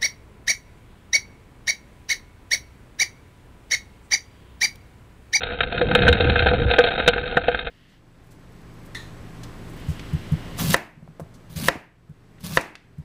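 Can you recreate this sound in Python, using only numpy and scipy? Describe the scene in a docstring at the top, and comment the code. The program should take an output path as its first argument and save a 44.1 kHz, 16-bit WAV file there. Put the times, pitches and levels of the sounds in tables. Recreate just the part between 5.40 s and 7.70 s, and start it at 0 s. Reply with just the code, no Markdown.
"""Under water, a steel suction nozzle draws in gravel from a stream bed.
Pebbles patter on the pipe and larger stones knock and clack against it, all ringing the same damped modes.
The inrushing water rumbles, most while a load of stones goes in. A sealed camera housing shuts out the treble; the hardest knocks overload."""
import sys
import numpy as np
from scipy import signal
from scipy.io import wavfile
from scipy.ndimage import uniform_filter1d

SR = 44100
rng = np.random.default_rng(int(sys.argv[2]) if len(sys.argv) > 2 else 0)


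def inscribe(sig):
    """Save sig as 16-bit PCM at rate SR to the path in sys.argv[1].

    A 1-D sig is mono; a 2-D sig holds one channel per row.
    Samples are clipped to [-1, 1] before scaling.
    """
    pcm = np.round(np.clip(np.atleast_2d(sig).T, -1, 1) * 32767)
    wavfile.write(sys.argv[1], SR, pcm.astype(np.int16))


N = 101429

# stones hitting the nozzle: (s, strength dB, extra boom dB, extra brightness dB)
STONES = [(0.032, -13.5, -5, 9), (0.106, -15, -5, -6), (0.2052, -1, -10, 0), (0.232, -9, -9, 2.5), (0.324, -18.5, 6, 7.5), (0.378, -11.5, -25, 1.5),
          (0.413, -11, 6, 5), (0.5122, -7.5, -2, -2), (0.5505, 4, -6.5, 3), (0.588, -12, -5, 5.5), (0.6187, -8, -11, 8.5), (0.633, -8, -9.5, -7), (0.6669, -3.5, -1.5, -7),
          (0.679, 4.5, -8, 0.5), (0.6865, -3.5, -12, 7.5), (0.7262, -6, -20, 8.5), (0.8055, -9.5, 1, 10.5), (0.843, -10, -2, 3), (0.896, -7, 1, 7),
          (0.9572, -1, -8, -6.5), (0.991, -8, -18, 8.5), (1.023, -10, -0.5, 1), (1.059, -9, 5, 0.5), (1.0665, -3, -1.5, 0), (1.0855, -7, -3.5, 5), (1.112, -10.5, 4.5, -10.5), (1.133, -18, 14.5, 6.5),
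          (1.292, -12, -18, -5), (1.3104, -6, 2, 7.5), (1.3362, -3.5, -2, 1.5), (1.3838, -1, 1.5, 3), (1.3885, 4, 1, -12.5), (1.438, -11, 2.5, 11.5), (1.484, -16, -6, 5), (1.599, -9.5, 2, 0.5),
          (1.6765, 4.5, -0.5, 6), (1.685, -6, 1.5, 14), (1.734, -7, -8, -4), (1.760, -16, 4.5, -25), (1.780, -11, -0.5, -1), (1.9697, 1, -1.5, -6), (2.081, -3.5, 4, -1.5), (2.145, -8, -6.5, 1), (2.190, -13.5, -13, 4.5), (2.2685, -15, -0.5, 3)]
# heavy stones press home and boom the lowest mode: (s, strength dB)
THUDS = [(0.418, -13.5), (0.5527, -5), (0.6865, -5.5), (0.802, -7), (1.387, 6)]
THUD_CONTACT_S = 0.0049
# modes of the nozzle: (Hz, dB, t60 s)
MODES = [(486.1, -7.5, 0.079), (692.6, -12.5, 0.069), (777, -13.5, 0.05), (1255, -17, 0.064), (1447, -8.5, 0.027), (1558, -8, 0.046), (1705, -23, 0.06),
         (2122, -22, 0.061), (2330, -23, 0.053), (2511, -18, 0.046), (2664, -17.5, 0.025), (3189, -21, 0.035), (3613, -21.5, 0.025), (3768, -17.5, 0.033), (4253, -29, 0.045)]
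BOOM_HZ, MIDDLE_HZ, BRIGHT_HZ = 706, 1530, 3450   # where a hit's boom and brightness act
# the short, dense crack of each contact: (Hz, dB)
CRACK = [(200, -20), (400, -24.5), (600, -40), (800, -12.5), (1100, -18), (1450, -2.5), (2000, -21.5), (2600, -16.5), (4000, -20)]
# pebbles drawn in: (s, level dB)
GRAVEL = [(0, -24.5), (.28, -28.5), (.39, -20.5), (.46, -25.5), (.57, -17), (.95, -17), (1.25, -22.5), (1.45, -14), (1.62, -20.5), (2.3, -27)]
PEBBLES_PER_S, PEBBLE_SPREAD_DB, PEBBLE_BOOM_DB, PEBBLE_BRIGHT_DB = 170, 3, -1, 3
# steady rumble of the suction: (Hz, dB)
FLOW = [(20, -3), (45, 2.5), (65, 7.5), (100, -7.5), (200, -2.5), (400, -20.5), (900, -23.5)]
FLOW_DB = -35.5
# turbulence as the load of stones goes in: (s, deep rumble dB, gurgle dB)
SURGE = [(0, -44.5, -55.5), (.25, -37.5, -41), (0.309, -30, -38), (0.449, -45, -24), (.56, -32, -25.5), (.68, -13, -21.5), (.77, -27.5, -26.5), (.89, -15.5, -26.5), (1.03, -24, -37), (1.14, -23.5, -28.5), (1.268, -18, -26), (1.39, -39.5, -41), (1.849, -47.5, -39.5), (2.3, -57, -49)]
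# colour of the deep rumble: (Hz, dB)
RUMBLE = [(20, -16), (45, -4), (70, 12.5), (110, -1), (170, -13.5), (300, -27.5)]
CUTOFF_HZ = 16200   # fixed
MODE_SCATTER_DB, CRACK_SCATTER_DB = 2, 2   # from hit to hit, in the treble
SPREAD_S = .0028   # bending waves of different pitch arrive spread over this time
OVERLOAD = .71   # fixed
HOUSING_HZ = 4129
EVEN_BELOW_HZ = 450   # scatter fades towards the bass: long waves are excited wherever a stone lands
STONE_CRACK_DB, STONE_CRACK_T60_S = -6.5, 0.042
PEBBLE_CRACK_DB, PEBBLE_CRACK_T60_S = -5, 0.022
HOLLOW_HZ, HOLLOW_WIDTH_HZ, HOLLOW_DEPTH = 1115, 444, 0.91   # the pipe's antiresonance
GURGLES_PER_S, GURGLE_CYCLES = 300, 9.9
PIPE_DRONE_DB = -1.5   # the churning drives the lowest mode: level above the gurgle
OVERLOAD_KNEE = 30   # fixed
GURGLE_LOW_HZ = 135
GURGLE_HIGH_HZ = 314
LIMIT_DB, LIMIT_SHARE, LIMIT_RELEASE_DB_PER_S = -9.5, 0.83, 130   # the limiter takes off this share of any excess


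def from_db(db):
    """Decibels to gain."""
    return 10 ** (np.asarray(db) / 20)


def rms_one(x):
    """Scale to rms 1."""
    return x / np.sqrt(np.mean(x ** 2) + 1e-20)


def at_hz(points, hz):
    """Read a spectrum on a log-frequency axis."""
    f, db = np.transpose(points)
    return np.interp(np.log(hz), np.log(f), db)


def clicks(s, sizes):
    """A train of clicks at the given times."""
    return np.bincount((s * SR).astype(int), sizes, N)[:N] + 1e-18


def ring(x, hz, t60):
    """A unit click sets a sine of height 1 ringing."""
    r, w = np.exp(-np.log(1000) / (t60 * SR)), 2 * np.pi * hz / SR
    return signal.lfilter([0, np.sin(w)], [1, -2 * r * np.cos(w), r * r], x)


def noise_bands(low, high, count):
    """Adjacent bands of noise, each of rms 1: (centre Hz, noise)."""
    edges = np.geomspace(low, high, count + 1)
    for a, b in zip(edges, edges[1:]):
        band = signal.sosfilt(signal.butter(2, [a, b], "band", fs=SR, output="sos"), rng.standard_normal(N + SR // 2))
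        yield np.sqrt(a * b), rms_one(band[-N:])


def low_noise(spectrum):
    """Low noise with the given colour, rms 1."""
    bands = noise_bands(18, 1000, count=12)  # fixed
    return rms_one(sum(from_db(at_hz(spectrum, hz)) * band for hz, band in bands))


def nozzle(s, db, boom_db, bright_db, crack_db, crack_t60):
    """Each hit gives a short crack and rings every mode with a strength, sign and delay of its own."""
    def contacts(hz, scatter_db):
        boom = at_hz([(BOOM_HZ, 1), (MIDDLE_HZ, 0)], hz)
        bright = at_hz([(MIDDLE_HZ, 0), (BRIGHT_HZ, 1)], hz)
        chance = at_hz([(EVEN_BELOW_HZ, 0), (BRIGHT_HZ, 2)], hz)
        late, size, sign = rng.uniform(-1.2, 1, (len(s), 3)).T
        strength = from_db(db + boom * boom_db + bright * bright_db + chance * scatter_db * size)
        return s + SPREAD_S * (late + 1) / 2, np.sign(sign) * strength
    out, fade = np.zeros(N), np.exp(-2 * np.log(1000) / (crack_t60 * SR))
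    for hz, band in noise_bands(150, 4800, count=18):  # fixed
        arrival, strength = contacts(hz, CRACK_SCATTER_DB)
        power = signal.lfilter([1], [1, -fade], clicks(arrival, strength ** 2))
        out += from_db(crack_db + at_hz(CRACK, hz)) * np.sqrt(power) * evened(band)
    for hz, mode_db, t60 in MODES:
        out += from_db(mode_db) * ring(clicks(*contacts(hz, MODE_SCATTER_DB)), hz, t60)
    return hollow(out)


def stones():
    """The larger stones strike the nozzle."""
    return nozzle(*np.transpose(STONES), STONE_CRACK_DB, STONE_CRACK_T60_S)


def thuds():
    """A long, soft contact feeds only the lowest mode."""
    s, db = np.transpose(THUDS)
    hz, _, t60 = MODES[0]
    since = np.maximum(np.arange(N) / SR - s[:, None], 0)
    swell = from_db(db)[:, None] * (1 - np.exp(-since / THUD_CONTACT_S))
    return np.sum(2 * swell * np.exp(-np.log(1000) * since / t60) * np.sin(2 * np.pi * hz * since), axis=0)


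def gravel():
    """Pebbles of mixed sizes patter on the pipe without a break."""
    draws = rng.random((int(PEBBLES_PER_S * N / SR), 2))
    s = np.abs(np.arange(len(draws)) + 2 * draws[:, 0] - 1) / PEBBLES_PER_S
    size = np.minimum(-np.log(1 - draws[:, 1]), 3) - 1  # fixed
    db = np.interp(s, *np.transpose(GRAVEL)) + PEBBLE_SPREAD_DB * size
    return nozzle(s, db, PEBBLE_BOOM_DB, PEBBLE_BRIGHT_DB, PEBBLE_CRACK_DB, PEBBLE_CRACK_T60_S)


def gurgle(count=12):
    """Short, low blips of churning water at scattered pitches, rms 1."""
    out = 0
    for hz in np.geomspace(GURGLE_LOW_HZ, GURGLE_HIGH_HZ, count):
        born = rng.random(N) < GURGLES_PER_S / count / SR
        out = out + ring(born * rng.standard_normal(N) + 1e-18, hz, GURGLE_CYCLES / hz)
    return rms_one(out)


def water():
    """A steady suction rumble, and a surge of turbulence that gurgles and sounds the pipe."""
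    s, *levels = np.transpose(SURGE)
    rumble_db, gurgle_db = (np.interp(np.arange(N) / SR, s, level) for level in levels)
    churning = gurgle() + from_db(PIPE_DRONE_DB) * drone()
    return from_db(FLOW_DB) * low_noise(FLOW) + from_db(rumble_db) * low_noise(RUMBLE) + from_db(gurgle_db) * churning


def hollow(x):
    """The pipe's antiresonance carves a dip between boom and clack."""
    notched = signal.lfilter(*signal.iirnotch(HOLLOW_HZ, HOLLOW_HZ / HOLLOW_WIDTH_HZ, fs=SR), x)
    return x + np.clip(HOLLOW_DEPTH, 0, 1) * (notched - x)


def drone():
    """Churning water keeps the nozzle's lowest mode ringing, rms 1."""
    hz, _, t60 = MODES[0]
    return rms_one(ring(rng.standard_normal(N), hz, t60))


def evened(x):
    """Level out the chance swells of a noise, so that the blow alone shapes it."""
    power = uniform_filter1d(x ** 2, size=220)
    return x / np.sqrt(np.maximum(power, 1e-6))


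def limiter(x):
    """Loud knocks pull the gain down, and it recovers quickly."""
    excess = np.maximum(20 * np.log10(np.abs(x) + 1e-9) - LIMIT_DB, 0)
    fall = LIMIT_RELEASE_DB_PER_S * np.arange(N) / SR
    held = np.maximum.accumulate(excess + fall) - fall
    return x * from_db(-LIMIT_SHARE * uniform_filter1d(uniform_filter1d(held, size=45), size=45))


def scene():
    """Water, stones and gravel, close to one microphone."""
    return (water() + stones() + thuds() + gravel())[None]


def record(dry):
    """The housing shuts out the treble, a limiter ducks the knocks, the loudest still flatten, the top is cut."""
    dull = limiter(signal.sosfilt(signal.ellip(8, .5, 80, HOUSING_HZ, fs=SR, output="sos"), dry))
    flattened = dull / (1 + np.abs(dull / OVERLOAD) ** OVERLOAD_KNEE) ** (1 / OVERLOAD_KNEE)
    return signal.sosfilt(signal.cheby2(16, 60, CUTOFF_HZ, fs=SR, output="sos"), flattened)  # fixed


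dry = scene()
out = record(dry)
inscribe(out)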